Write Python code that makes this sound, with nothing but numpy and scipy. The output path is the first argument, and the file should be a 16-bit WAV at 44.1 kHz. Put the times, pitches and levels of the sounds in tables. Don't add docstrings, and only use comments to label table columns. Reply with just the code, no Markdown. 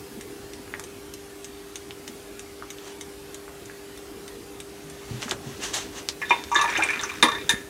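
import sys
import numpy as np
from scipy import signal
from scipy.fft import rfft, irfft
from scipy.io import wavfile
from scipy.ndimage import uniform_filter1d

SR = 44100
rng = np.random.default_rng(int(sys.argv[2]) if len(sys.argv) > 2 else 0)


def generate_wav(sig):
    pcm = np.round(np.clip(np.atleast_2d(sig).T, -1, 1) * 32767).astype(np.int16)
    wavfile.write(sys.argv[1], SR, pcm)


N = 339276

# start_s, peak_db, favoured_ring_hz, second_ring_hz, second_ring_db,
# hardness_db_per_octave, ring_length_factor (at least 0.1 is used)
KNOCKS = [(6.217, -20.5, 1810, 2400, -13, -5, 0.32), (6.254, -33, 3720, 3200, 1, -6, 1.1),
          (6.295, -23, 3630, 2450, -22, -1, 2.1), (6.307, -6, 940, 2460, -2.5, -7.5, 0.61),
          (6.516, -15, 940, 1110, 0.5, -3, 2), (6.546, -16.5, 1760, 6740, -1, -4, 0.64),
          (6.554, -9, 1780, 1160, -5.5, -8, 1.46), (6.56, -8, 3720, 1150, -0.5, -2.5, 0.7),
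          (6.589, -13.5, 1150, 2620, -11, -5.5, 1.04), (6.613, -11, 3750, 1220, 7.5, -1, 0.73),
          (6.642, -12, 980, 2450, -16, -6, 0.42), (6.679, -20.5, 2390, 960, 7, -3.5, 1.8),
          (6.7, -21.5, 1810, 7500, -10, -1.5, 0.6), (6.753, -18, 1650, 3630, -5, -8, 1.1),
          (6.774, -19, 2450, 6200, -11, 0, 0.81), (6.823, -10.5, 2400, 3650, -12, -4.5, 0.59),
          (6.835, -17.5, 8500, 6200, -11, -2, 0.53), (6.888, -13, 2340, 1770, 1, -3.5, 0.26),
          (6.905, -19.5, 2200, 8600, -8, -0.5, .4), (6.933, -21, 2430, 3670, -30, -10, .62),
          (6.994, -20.5, 3720, 1800, -4, -4, 0.47), (7.035, -16.5, 5850, 1380, 4, -1, 0.66),
          (7.092, -23.5, 2530, 1040, -7, -1, .61), (7.116, -26, 3700, 1200, 7, -11, 0.49),
          (7.226, -2, 3700, 1950, -4.5, -1, 0.54), (7.23, -5, 1100, 10400, -18, -9, 0.18),
          (7.493, -5.5, 1710, 3600, -1, 1.2, 0.55)]


def gain_of(db):
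    return 10 ** (np.asarray(db) / 20)


def evened(x):
    return x / np.sqrt(np.mean(np.abs(x) ** 2) + 1e-20)


def read(points, hz):
    table_hz, value = np.transpose(points)
    return np.interp(np.log(hz + 1), np.log(table_hz + 1), value)


def add(mix, start_s, peak_db, sound):
    part = mix[round(start_s * SR):][:len(sound)]
    part += gain_of(peak_db) * sound[:len(part)] / np.abs(sound).max()


def rings(hz, db, t60, seconds):
    t = np.arange(round(seconds * SR))[:, None] / SR
    fading = gain_of(db - 60 * t / np.maximum(t60, 1 / SR))
    return (fading * np.sin(2 * np.pi * hz * t)).sum(1)


def crack(colour, t60, seconds):
    size = round(seconds * SR)
    spectrum = rfft(rng.standard_normal(size))
    noise = irfft(spectrum * gain_of(read(colour, np.fft.rfftfreq(size, 1 / SR))), size)
    return noise * gain_of(-60 * np.arange(size) / SR / t60)


def hiss(colour, patchy_db, tilt=0, size=256):
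    frames, hz = 4 * N // size + 5, np.fft.rfftfreq(size, 1 / SR)
    real, imaginary, patches = rng.standard_normal((frames, len(hz), 3)).T
    patches = uniform_filter1d(patches, size=6, axis=0)
    patches = evened(uniform_filter1d(patches, size=8, axis=1))
    slope = np.interp(np.arange(frames) * size / 4, np.arange(N), tilt * np.ones(N))
    colour_db = read(colour, hz)[:, None]
    flat = (real + 1j * imaginary) * gain_of(colour_db + patchy_db * patches)
    tilted = flat * gain_of(slope * np.log2((hz[:, None] + 100) / 3000))
    tilted *= np.linalg.norm(flat, axis=0) / np.linalg.norm(tilted, axis=0)
    return evened(signal.istft(tilted, nperseg=size, noverlap=3 * size // 4)[1][:N])


def rubbing(level_db, tilt, colour, patchy_db, grain_db):
    grains = evened(uniform_filter1d(rng.standard_normal(N), size=60))
    slope = np.clip(tilt[0] + tilt[1] * (level_db + 40), -6, 6)
    grainy = hiss(colour, patchy_db, slope) * gain_of(grain_db * grains)
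    return evened(grainy) * gain_of(level_db)


def hum():
    # pitch_hz, level_db (rms, before the small waver)
    overtones = [(200, -81.5), (300, -52.5), (400, -46), (500, -66.5), (700, -66.5), (800, -66),
                 (9700, -91), (9800, -70)]
    t = np.arange(N) / SR
    out = np.zeros(N)
    for hz, db in overtones:
        slow = [np.sin(2 * np.pi * (f * t[::100] + rng.random())) for f in np.geomspace(.3, 6, 12)]
        waver_db = 0.34 * np.interp(t, t[::100], evened(sum(slow)))
        tone = np.sqrt(2) * np.sin(2 * np.pi * (hz * t + rng.random()))
        out += gain_of(db + waver_db) * tone
    return out


def room_air():
    # pitch_hz, relative_level_db (per Hz)
    air_colour = [(30, -9.5), (50, -9), (80, -11), (160, -14.5), (250, -13.5), (400, -12), (480, -17.5),
                  (600, -17.5), (2000, -22), (5000, -26), (9800, -28.5), (14000, -33.5), (16000, -45)]
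    level_db = -45.5
    return gain_of(level_db) * hiss(air_colour, patchy_db=2.5, size=2048)


def murmur():
    # time_s, level_db
    swells = [(0.0, -42.5), (1.8, -58), (2.1, -44.5), (2.48, -56), (3.02, -52.5), (3.94, -51.5),
              (4.24, -45.5), (4.73, -55.5), (5.14, -46), (6.66, -46), (7.24, -44), (7.39, -43), (7.69, -49)]
    # pitch_hz, relative_level_db (per Hz)
    murmur_colour = [(90, -6.5), (140, -13.5), (230, -5), (330, -3), (480, -6.5), (800, -65), (1500, -32)]
    s, db = np.transpose(swells)
    level_db = np.interp(np.arange(N) / SR, s, db)
    return gain_of(level_db) * hiss(murmur_colour, patchy_db=4.0, size=1024)


def taps():
    # start_s, peak_db
    finger_taps = [(0.21, -29.5), (0.5345, -27.5), (0.839, -27), (1.1383, -26.5), (1.4445, -24),
                   (1.7569, -22), (2.0778, -21.5), (2.3935, -25.5), (2.7037, -22.5), (3.0108, -21.5),
                   (3.3443, -25.5), (3.6571, -29.5), (3.9749, -32), (4.2792, -26), (4.602, -25),
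                   (4.899, -31)]
    # pitch_hz, relative_level_db, t60_s
    handle = [(2060, -9.5, 0.016), (3740, -7, 0.035), (4550, -14, 0.025), (6050, -0.5, 0.0058),
              (8600, -4, 0.053), (9140, -6.5, 0.028), (12300, -12, 0.018)]
    # slope_db_per_octave for a tap peaking at -26 dB, change_of_slope_per_db of peak
    tap_tilt = (-4, -0.15)
    out, (hz, db, t60) = np.zeros(N), np.transpose(handle)
    for start_s, peak_db in finger_taps:
        slope = tap_tilt[0] + tap_tilt[1] * (peak_db + 26)
        tilted_db = db + slope * np.log2(hz / 4000)
        varied_hz = hz * (1 + 0.0435 * rng.standard_normal(len(hz)))
        body = rings(varied_hz, tilted_db, t60, .04)
        tick_db = tilted_db + 3 * rng.standard_normal(len(hz))
        tick = crack([(700, -40), *zip(hz, tick_db), (16000, -30)], t60=.02, seconds=.04)
        add(out, start_s, peak_db, body + gain_of(15) * tick)
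    return out


def contact(hz):
    return signal.windows.hann(round(.45 * SR / hz) + 2)[1:-1]


def clicks():
    # start_s, peak_db, pitch_hz, cycles (time to fade 20 dB; at least 0.3 is used)
    click_list = [(0.678, -32, 1610, 2.2), (0.7393, -16, 1880, 3.8), (0.797, -16.5, 7000, 0.94),
                  (0.7959, -22.5, 1540, 1.4), (1.9084, -20.5, 2980, 1.9), (2.624, -23.5, 1310, 4.2),
                  (2.785, -26.5, 3130, 1.9), (3.48, -27.5, 1220, 1.4), (3.698, -28, 1670, 4.5),
                  (5.221, -17, 4000, 1.2), (5.228, -14.5, 2460, 1.1), (5.282, -18, 1550, 1.4),
                  (5.295, -18, 6330, 4.5), (5.3109, -8, 3440, 2), (5.313, -12, 7200, 2.7),
                  (5.318, -13, 1520, 1.7), (6.0883, -3.5, 4570, 1.25), (6.439, -16, 3500, 0.28),
                  (7.013, -19, 7200, 3.3)]
    out = np.zeros(N)
    for start_s, peak_db, hz, cycles in click_list:
        body = rings(hz, 0, t60=3 * max(cycles, .3) / hz, seconds=.03)
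        touched = np.convolve(contact(hz), body)
        brightened = signal.lfilter([1, -.8], [1], touched)
        add(out, start_s, peak_db, brightened)
    return out


def wipe():
    # peak_time_s, peak_level_db, rise_db_per_s, fall_db_per_s
    strokes = [(2.875, -43, 130, 150), (5.17, -44.5, 36, 60), (5.229, -32.5, 450, 350),
               (5.295, -38, 220, 250), (5.47, -44.5, 160, 15), (5.639, -29, 420, 146),
               (5.742, -24.5, 1300, 159), (5.985, -36.5, 187, 246)]
    # pitch_hz, relative_level_db (per Hz)
    wipe_colour = [(180, -33), (300, -1.5), (667, 3.5), (814, -3.5), (1040, 1), (1580, -3.5), (1720, 1),
                   (2400, -5), (2880, -1), (5160, -8), (6100, -2.5), (8640, -13.5), (16000, -37)]
    # slope_db_per_octave at a level of -40 dB, change_of_slope_per_db of level
    wipe_tilt = (0.93, 0.16)
    t = np.arange(N) / SR
    levels = [db - np.maximum(rise * (s - t), fall * (t - s)) for s, db, rise, fall in strokes]
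    first_knock_s = KNOCKS[0][0]
    level_db = np.where(t < first_knock_s, np.max(levels, axis=0), -140)
    return rubbing(level_db, wipe_tilt, wipe_colour, patchy_db=1.0, grain_db=1.0)


def bumps():
    # start_s, peak_db, pitch_hz, t60_s
    thuds = [(4.841, -40.5, 155, 0.69), (5.109, -21.5, 123, 0.054), (5.135, -26.5, 125, 0.24),
             (5.258, -28, 239, 0.049), (5.32, -22, 378, 0.03), (5.46, -29.5, 134.6, 0.24),
             (6.311, -22, 366, 0.052), (6.561, -24.5, 343, 0.09), (6.781, -26, 323, 0.19),
             (7.229, -18.5, 238.5, 0.16), (7.236, -16.5, 311, 0.13), (7.537, -20, 212, 0.024)]
    out = np.zeros(N)
    for start_s, peak_db, hz, t60 in thuds:
        body = rings(hz * np.array([1, 1.7]), np.array([0, -8]), t60, .3)
        soft_start = 1 - np.exp(-np.arange(len(body)) / SR / 0.0014)
        add(out, start_s, peak_db, body * soft_start)
    return out


def swirl():
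    # time_s, level_db
    strength = [(6.2, -50), (6.338, -40), (6.444, -49), (6.582, -44), (6.696, -30.5), (6.96, -34),
                (7.424, -49.5), (7.554, -40), (7.66, -56)]
    # pitch_hz, relative_level_db (per Hz)
    swirl_colour = [(150, -50), (250, -13), (393, -11), (597, -22), (1260, -3), (2440, -2), (3060, -14),
                    (3710, -7.5), (4050, -18), (6140, -15), (16000, -37)]
    # slope_db_per_octave at a level of -40 dB, change_of_slope_per_db of level
    swirl_tilt = (0.6, -0.3)
    s, db = np.transpose(strength)
    level_db = np.interp(np.arange(N) / SR, s, db, -140, -140)
    return rubbing(level_db, swirl_tilt, swirl_colour, patchy_db=1.8, grain_db=3.5)


def spot_db(hz, main_hz, second_hz, second_db, hardness):
    sharpness = 36.5
    rest_db = -14.5 + np.minimum(hardness * np.log2(hz / 1000), 6 * np.log2(hz / 900))
    main_ring_db = -sharpness * abs(np.log2(hz / main_hz))
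    second_ring_db = second_db - sharpness * abs(np.log2(hz / second_hz))
    return np.max([rest_db + max(second_db, 0), main_ring_db, second_ring_db], axis=0)


def bounces(count):
    start_s, gap_s = 7.253, 0.032
    first_peak_db, fade_db = -10, 4
    rows = []
    for k in range(count):
        main_hz = 1050 * 1.2 ** k
        second_db = -16 + 3.4 * k
        rows.append((start_s + k * gap_s, first_peak_db - k * fade_db, main_hz, 3700, second_db, -4.5, .6))
    return rows


def jar():
    # pitch_hz, relative_level_db, t60_s
    glass_rings = [(782, -15, 0.17), (941, 8.5, 0.095), (1090, 10, 0.056), (1160, 6.5, 0.079),
                   (1360, -4.5, 0.22), (1692, 4, 0.2), (1772.6, 7.5, 0.28), (1950, -2.5, 0.25),
                   (2137, 3, 0.17), (2408, 10, 0.12), (2624, 0, 0.16), (2795, 5.5, 0.068), (3130, -5, .1),
                   (3633, 2.5, 0.15), (3800, -6, 0.1), (3703, 7, 0.055), (4510, -20, 0.21), (4770, 0, 0.11),
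                   (5420, 7.5, 0.058), (5880, 11.5, 0.053), (6140, 13, 0.051), (6650, 8, .12),
                   (7100, 7, 0.028), (7400, 11.5, 0.03), (8600, 6.5, 0.028), (9060, -4, .1),
                   (9380, 3, 0.17), (10680, -3.5, 0.3), (11800, -24, .1), (14600, -8, 0.1)]
    detune = 0.00847
    out, (hz, db, t60) = np.zeros(N), np.transpose(glass_rings)
    step, at = 64, np.arange(SR // 3)
    t = at[:, None] / SR
    coarse_t = np.arange(len(at) // step + 2)[:, None] * step / SR
    shape = (1 - np.exp(-t * hz / 0.96)) * np.cos(np.pi / 2 * t / t[-1])
    sines = shape * np.sin(2 * np.pi * hz * t)
    cosines = shape * np.cos(2 * np.pi * hz * t)
    grid = np.geomspace(200, 16000, 40)
    share = (at % step / step)[:, None]
    for start_s, peak_db, *spot, ringing in KNOCKS + bounces(count=6):
        ringing = max(ringing, .1)
        wobble = rng.standard_normal((2, len(coarse_t), len(hz)))
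        flutter = .45 * evened(uniform_filter1d(wobble, size=12, axis=1))
        fast = gain_of(-60 * coarse_t / (t60 * ringing))
        faint = gain_of(-20.5 - 60 * coarse_t / (5.4 * t60 * ringing))
        size = (flutter + [[[1]], [[0]]]) * (fast + faint) * gain_of(db + spot_db(hz, *spot))
        turn = 2 * np.pi * detune * hz * rng.standard_normal(len(hz)) * coarse_t
        sine_size = size[0] * np.cos(turn) - size[1] * np.sin(turn)
        cosine_size = size[0] * np.sin(turn) + size[1] * np.cos(turn)
        size = np.array([sine_size, cosine_size])
        smooth = size[:, at // step] * (1 - share) + size[:, at // step + 1] * share
        tones = (smooth[0] * sines + smooth[1] * cosines).sum(1)
        crack_db = spot_db(grid, *spot) - 18 * (grid / 16000) ** 2
        body = crack([*zip(grid, crack_db)], 0.24 * ringing, len(at) / SR)
        soft_start = 1 - np.exp(-t[:, 0] / 0.0016)
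        add(out, start_s, peak_db, tones + gain_of(14.0) * body * soft_start)
    return out


def bubbles():
    # start_s, peak_db, start_hz, end_hz, length_s
    bubble_list = [(6.749, -22.5, 1536, 3510, 0.028), (6.784, -23.5, 624, 1060, 0.0217),
                   (6.798, -23.5, 1166, 1870, 0.0223), (6.893, -23.5, 2090, 2595, 0.0256),
                   (7.032, -27, 1156, 1670, 0.018)]
    out = np.zeros(N)
    for start_s, peak_db, start_hz, end_hz, seconds in bubble_list:
        hz = np.geomspace(start_hz, end_hz, round(seconds * SR))
        glide = np.sin(2 * np.pi * np.cumsum(hz) / SR)
        add(out, start_s, peak_db, glide * signal.windows.tukey(len(hz), .6))
    return out


def room(x):
    # pitch_hz, t60_s
    echo_times = [(300, 0.53), (1000, 0.16), (3000, 0.09), (8000, 0.11), (14000, 0.045)]
    echoes = np.zeros(SR // 2)
    at = np.arange(80, SR // 2 - 10, 10)
    echoes[at + rng.integers(0, 10, len(at))] = rng.choice([-1., 1.], len(at))
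    hz, t, bands = signal.stft(echoes, SR, nperseg=128)
    fading = gain_of(-60 * t / read(echo_times, hz)[:, None])
    tail = signal.istft(bands * fading, SR, nperseg=128)[1]
    tail[:80] = 0
    return signal.fftconvolve(x, tail / np.linalg.norm(tail))[:N]


def scene():
    dry_hits = taps() + clicks()
    glass = jar() + bubbles()
    echoes = room(gain_of(-5) * dry_hits + gain_of(-6) * glass)
    brush = dry_hits + glass + bumps() + wipe() + swirl()
    background = room_air() + murmur() + hum()
    return (brush + echoes + background)[None]


def record(dry):
    bass_cut = signal.butter(6, 44, "high", fs=SR, output="sos")
    thin = signal.sosfilt(bass_cut, dry)
    treble_cut = signal.firwin(511, 15850, window=("kaiser", 9), fs=SR)
    return signal.oaconvolve(thin, treble_cut[None], "same")


dry = scene()
out = record(dry)
generate_wav(out)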